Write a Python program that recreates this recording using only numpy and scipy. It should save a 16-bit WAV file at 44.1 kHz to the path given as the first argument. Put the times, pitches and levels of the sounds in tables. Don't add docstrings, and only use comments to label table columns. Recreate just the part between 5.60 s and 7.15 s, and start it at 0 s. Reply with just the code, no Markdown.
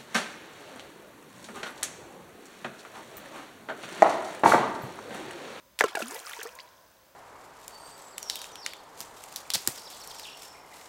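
import sys
import numpy as np
from scipy import signal
from scipy.fft import rfft, irfft
from scipy.io import wavfile

SR = 44100
rng = np.random.default_rng(int(sys.argv[2]) if len(sys.argv) > 2 else 0)


def pcm_store(signal):
    levels = np.round(np.clip(np.atleast_2d(signal), -1, 1) * 32767)
    wavfile.write(sys.argv[1], SR, levels.astype(np.int16).T)


N = 68355


def amp(db):
    return 10 ** (np.asarray(db) / 20)


def unit(x):
    return x / np.sqrt(np.mean(x ** 2) + 1e-20)


def decay(t, t60):
    return np.exp(-np.log(1000) * t / t60)


def curve_at(points, hz):
    point_hz, values = np.transpose(points)
    return np.interp(np.log(hz + 1), np.log(point_hz + 1), values)


def fader(points):
    return amp(np.interp(np.arange(N) / SR, *np.transpose(points)))


def add(mix, start_s, sound):
    part = mix[max(round(start_s * SR), 0):][:len(sound)]
    part += sound[:len(part)]


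def equalise(x, points):
    gain = amp(curve_at(points, np.fft.rfftfreq(2 * N, 1 / SR)))
    return irfft(rfft(x, 2 * N) * gain)[:N]


def resonant_noise(resonances):
    out, hz = np.zeros(N), np.fft.rfftfreq(N, 1 / SR)
    for centre_hz, width_hz, db in resonances:
        spectrum = rfft(rng.standard_normal(N)) / (1 + (2 * (hz - centre_hz) / width_hz) ** 2)
        out += amp(db) * unit(irfft(spectrum, N))
    return out


def air_ring(t, hz, attack_s, t60):
    phase = 2 * np.pi * np.cumsum(np.minimum(hz, SR / 2)) / SR
    return np.sin(phase) * np.minimum(t / attack_s, 1) * decay(t, t60)


def blips(count, low_hz, high_hz, decay_cycles, glide, spread_db, tilt_db_per_octave):
    out, longest = np.zeros(N), np.arange(SR // 20) / SR
    for when, pitch, size in rng.random((count, 3)):
        hz = low_hz * (high_hz / low_hz) ** pitch
        decay_s = decay_cycles / hz
        t = longest[longest < 10 * decay_s]
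        db = spread_db * min(-np.log(size), 3) + tilt_db_per_octave * np.log2(hz / low_hz)
        blip = air_ring(t, hz * (1 + glide * t / decay_s), 1 / hz, np.log(1000) * decay_s)
        add(out, when * N / SR, amp(db) * blip)
    return unit(out)


# frequency_hz, gain_db
WASH_EQ = [(15, -61.5), (25, -43), (55, 0), (96, -8), (152, -6.5), (240, -7.5), (281, -9), (349, -6),
           (482, -20), (648, -31), (1020, -9.5), (2420, -16), (3720, -16), (10400, -22.5), (15500, -16)]
# centre_hz, width_hz, level_db
MURMURS = [(535, 47, -72.5), (606, 100, -73.5), (954, 350, -75.5)]
# pitch_hz, level_db
THIN_TONES = [(5037, -80.5), (6261, -77)]
def stream(wash_db=-61.5):
    t = np.arange(N) / SR
    wash = amp(wash_db) * unit(equalise(rng.standard_normal(N), WASH_EQ))
    tones = sum(amp(db) * np.sin(2 * np.pi * hz * t) for hz, db in THIN_TONES)
    return wash + resonant_noise(MURMURS) + tones


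# centre_hz, width_hz, relative_db
HOLLOW_RESONANCES = [(1054.4, 23, -2), (982, 35, -2), (917, 21, -6.5), (621, 29, -4.5), (681, 8.8, -13.5)]
# time_s, gain_db
HOLLOW_FADER = [(.8, -80), (.88, -59), (1.03, -59), (1.15, -65.5), (1.35, -73), (1.55, -79)]
def hollow_tone():
    return fader(HOLLOW_FADER) * resonant_noise(HOLLOW_RESONANCES)


# frequency_hz, gain_db
BANK_EQ = [(100, -52), (300, -40.5), (480, -30.5), (620, -28), (780, -25), (1020, -26.5), (1300, -27.5),
           (1600, -20.5), (2500, -58), (5000, -19.5), (15000, -43)]
# frequency_hz, t60_s
BANK_DECAY = [(200, 1.36), (550, 4.5), (1000, 3.8), (2000, 2.8), (6000, 2.4), (15000, 0.32)]
def bank_reverb(sound, build_s=0.14):
    hz, t, bands = signal.stft(rng.standard_normal(N), SR, nperseg=256)
    bands = bands * decay(t, curve_at(BANK_DECAY, hz)[:, None]) * np.minimum(t / build_s, 1)
    tail = signal.istft(bands, SR, nperseg=256)[1][:N]
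    wet = signal.fftconvolve(sound, tail / np.linalg.norm(tail))[:N]
    return equalise(wet, BANK_EQ)


def stone_reflections(sound, send_db=-11.5, t60=0.06, predelay_s=0.0018):
    t = np.arange(SR // 10) / SR
    taps = rng.standard_normal(len(t)) * (rng.random(len(t)) < 0.1)
    taps *= (t > predelay_s) * decay(t, t60)
    return amp(send_db) * signal.fftconvolve(sound, taps / np.linalg.norm(taps))[:N]


# time_s, level_db
FIZZ_FADER = [(.19, -100), (.21, -58), (.26, -44.5), (.32, -51.5), (.41, -45.5), (.48, -51), (.54, -52.5),
              (.62, -61), (.70, -53.5), (.80, -49.5), (.87, -51.5), (.92, -61.5), (1.08, -65), (1.2, -86),
              (1.55, -90)]
def fizz():
    cloud = blips(count=1100, low_hz=607, high_hz=5125, decay_cycles=5.3, glide=0.028,
                  spread_db=2.8, tilt_db_per_octave=1)
    return fader(FIZZ_FADER) * cloud


# time_s, gain_db
SPRAY_FADER = [(.188, -100), (.198, -32), (.225, -50.5), (.28, -64), (.335, -60.5), (.40, -46),
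               (.455, -51.5), (.52, -44.5), (.57, -44), (.625, -51), (.70, -44.5), (.77, -48), (.84, -53),
               (.90, -56.5), (1.05, -64.5), (1.2, -70), (1.55, -76)]
# frequency_hz, gain_db
SPRAY_EQ = [(300, -28), (1000, -6.5), (2500, 1), (4000, -20), (6000, -5.5), (10000, -14), (15000, -12)]
def spray(drops_per_s=4800, spread_db=3.5, mist_db=-7, hiss_db=-2, ticks_db=-1.5):
    sizes = amp(spread_db * np.minimum(rng.exponential(1, N), 4))
    drops = sizes * rng.choice([-1, 1], N) * (rng.random(N) < drops_per_s / SR)
    mist = amp(mist_db) * rng.standard_normal(N)
    hiss = unit(equalise(unit(drops) + mist, SPRAY_EQ))
    ticks = blips(count=650, low_hz=3046, high_hz=12500, decay_cycles=3, glide=0.019,
                  spread_db=6, tilt_db_per_octave=0.5)
    return fader(SPRAY_FADER) * (amp(hiss_db) * hiss + amp(ticks_db) * ticks)


# start_s, pitch_hz, glide_octaves_per_s, level_db, t60_s
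BUBBLES = [(.196, 2440, -11, -32, 0.022), (.2385, 2920, -8, -28.5, 0.027), (.252, 370, 0.5, -30, 0.09),
           (.262, 690, 2.5, -41.5, 0.057), (.379, 815, 0, -36, 0.05), (0.2006, 1390, 37, -28, 0.025),
           (0.2832, 1326, -9, -32.5, 0.024), (.283, 2200, -2, -35.5, 0.03), (0.293, 339, 20, -41.5, .05),
           (.321, 846, -1, -41, 0.031), (0.2913, 3460, -34, -35.5, 0.016), (.394, 1470, 2.5, -30.5, 0.033),
           (.4035, 606, 7, -21.5, 0.033), (0.441, 1460, 13, -53, 0.028), (0.458, 1214, 13, -34.5, 0.017),
           (0.5086, 1670, 24, -37, .03), (.509, 792, 0, -35.5, 0.026), (0.511, 347, 19, -42, 0.19),
           (.520, 990, -5, -30.5, 0.021), (0.551, 822, 15.5, -36.5, 0.064), (.558, 1983, 1.5, -38.5, 0.034),
           (.590, 3980, 17.5, -41, 0.029), (.546, 10020, 0, -30, 0.0088), (.481, 9530, 7.5, -32, 0.017),
           (.603, 324, 3.5, -54.5, 0.095), (0.618, 1080, 4, -43, 0.045), (.657, 470, 13.5, -44, 0.021),
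           (.650, 1344, 16.5, -40.5, 0.051), (0.671, 1200, 8, -34.5, 0.049), (.695, 1670, 16, -32.5, .025),
           (0.7097, 1380, 10, -35, .03), (0.718, 3030, 14, -34, 0.012), (0.736, 1900, 55, -24.5, 0.0083),
           (.768, 940, 2, -35.5, 0.054), (0.788, 401, 14, -37.5, 0.087), (0.795, 1550, 0, -31.5, 0.024),
           (0.8139, 1440, 119, -30, 0.03), (.816, 2360, 74, -37, 0.024), (0.833, 405, 41, -41, 0.065),
           (0.8523, 442, 5, -33, 0.11), (0.856, 1075, 60, -38.5, 0.07), (.865, 1725, 15.5, -35, 0.046),
           (0.8903, 2770, -62, -38.5, 0.014), (0.926, 497, 0.5, -55.5, 0.39),
           (0.578, 572, -10, -41.5, 0.047), (.989, 1980, 39, -31.5, 0.012),
           (0.998, 2470, 154, -38.5, 0.033), (1.003, 4620, 25, -32, 0.0086),
           (0.9881, 3700, 209.5, -36.5, 0.012)]
def bubbles(attack_cycles=0.73):
    out = np.zeros(N)
    for start_s, hz, glide, db, t60 in BUBBLES:
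        t = np.arange(0, t60, 1 / SR)
        add(out, start_s, amp(db) * air_ring(t, hz * 2 ** (glide * t), attack_cycles / hz, t60))
    return out


def air_pocket(start_s=0.42, length_s=0.168, start_hz=224, first_octave_s=0.134):
    attack_s, release_s = 0.0045, 0.014
    start_db, fade_db_per_s, sustain_db = -35, 150, -48
    wobble_depth, flutter_db, wobble_step_s = 0.05, 8.5, 0.00491
    out, t = np.zeros(N), np.arange(0, length_s, 1 / SR)
    steps_s = np.arange(200) * wobble_step_s
    unrest = (t / length_s) ** 2
    wobble, flutter = (unrest * np.interp(t, steps_s, row) for row in rng.standard_normal((2, 200)))
    hz = start_hz * 2 ** ((t / first_octave_s) ** 2) * (1 + wobble_depth * wobble)
    envelope = np.minimum(t / attack_s, 1) * np.minimum((length_s - t) / release_s, 1)
    db = np.maximum(start_db - fade_db_per_s * t, sustain_db) + flutter_db * flutter
    add(out, start_s, envelope * amp(db) * np.sin(2 * np.pi * np.cumsum(hz) / SR))
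    return out


# start_s, level_db, t60_s, centre_hz
SLAPS = [(0.1901, -18, 0.0038, 2800), (0.1898, -29, 0.049, 7050), (0.1936, -26.5, .006, 6000),
         (0.2006, -37, 0.006, 4260), (0.208, -24, 0.017, 5960), (0.2395, -26, 0.021, 4570),
         (0.2589, -38.5, 0.044, 2800), (0.281, -42.5, 0.12, 3900), (0.3536, -28.5, 0.024, 4200),
         (0.3733, -34.5, 0.013, 5100), (.391, -41.5, 0.21, 6960), (0.4228, -33, 0.033, 3780),
         (0.4825, -39, 0.021, 9000), (.509, -37, 0.031, 6565), (0.546, -30, .009, 8250),
         (0.559, -42, .03, 8200), (0.658, -45, .006, 9800), (0.695, -40, 0.02, 5300),
         (0.7294, -44, 0.0075, 6750), (.8115, -41, 0.0066, 7310), (0.83, -29, 0.0022, 12000),
         (0.8304, -28, 0.023, 12140), (0.8342, -32, 0.0036, 10900), (.852, -39, 0.007, 3720),
         (0.872, -40.5, 0.018, 5200), (0.9531, -37, 0.0053, 11870)]
def slaps(edge_ratio=1.69, high_cut_hz=13500):
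    out, t = np.zeros(N), np.arange(SR // 10) / SR
    for start_s, db, t60, hz in SLAPS:
        edges_hz = [hz / edge_ratio, min(hz * edge_ratio, SR / 2.2)]
        band = signal.butter(1, edges_hz, "bandpass", fs=SR)
        burst = unit(signal.lfilter(*band, rng.standard_normal(len(t))))
        add(out, start_s, amp(db) * burst * decay(t, t60))
    return signal.lfilter(*signal.butter(2, high_cut_hz, fs=SR), out)


# start_s, first_hz, settled_hz, settling_s, level_db, t60_s
GULPS = [(.2087, 2040, 1690, 0.0014, -3, 0.011), (0.2082, 1480, 417, 0.0013, -9, 0.021),
         (0.2093, 372, 250, 0.0019, -25.5, 0.019), (0.215, 1610, 1480, 0.0049, -13, 0.012),
         (.2225, 657, 533, 0.012, -27, 0.072), (0.2385, 1770, 1038, 0.00087, -13, 0.028),
         (0.241, 540, 425, 0.0021, -11.5, 0.031), (0.2432, 1470, 1322, 0.0032, -25, 0.079),
         (0.3503, 1200, 818, 0.0014, -28.5, 0.073), (0.3522, 1970, 1606, 0.0011, -23, 0.039),
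         (0.353, 3000, 2220, 0.0048, -29.5, 0.056), (0.352, 517, 380, 0.0023, -23.5, 0.013),
         (0.371, 1590, 1435, .002, -23.5, 0.03), (.3718, 805, 627, 0.00375, -24.5, 0.083),
         (0.3733, 460, 345, 0.0018, -31, 0.027), (0.4187, 1420, 1337, 0.0027, -26, 0.026),
         (0.4202, 518, 293, 0.0027, -28.5, 0.039), (0.4231, 2804, 2310, 0.0053, -26.5, 0.03)]
def gulps(attack_s=0.00023):
    out, t = np.zeros(N), np.arange(SR // 10) / SR
    for start_s, first_hz, settled_hz, settling_s, db, t60 in GULPS:
        hz = settled_hz + (first_hz - settled_hz) * np.exp(-t / settling_s)
        add(out, start_s, amp(db) * air_ring(t, hz, attack_s, t60))
    return out


def scene(low_cut_hz=199):
    splash = slaps() + gulps() + bubbles() + air_pocket() + spray() + fizz()
    splash = signal.lfilter(*signal.butter(3, low_cut_hz, "highpass", fs=SR), splash)
    ambience = hollow_tone() + stone_reflections(splash) + bank_reverb(splash) + stream()
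    return (splash + ambience)[None]


def record(dry, high_cut_hz=16000):
    lowpass = signal.firwin(401, high_cut_hz, window=("kaiser", 8), fs=SR)
    return signal.oaconvolve(dry, lowpass[None], "same")


dry = scene()
out = record(dry)
pcm_store(out)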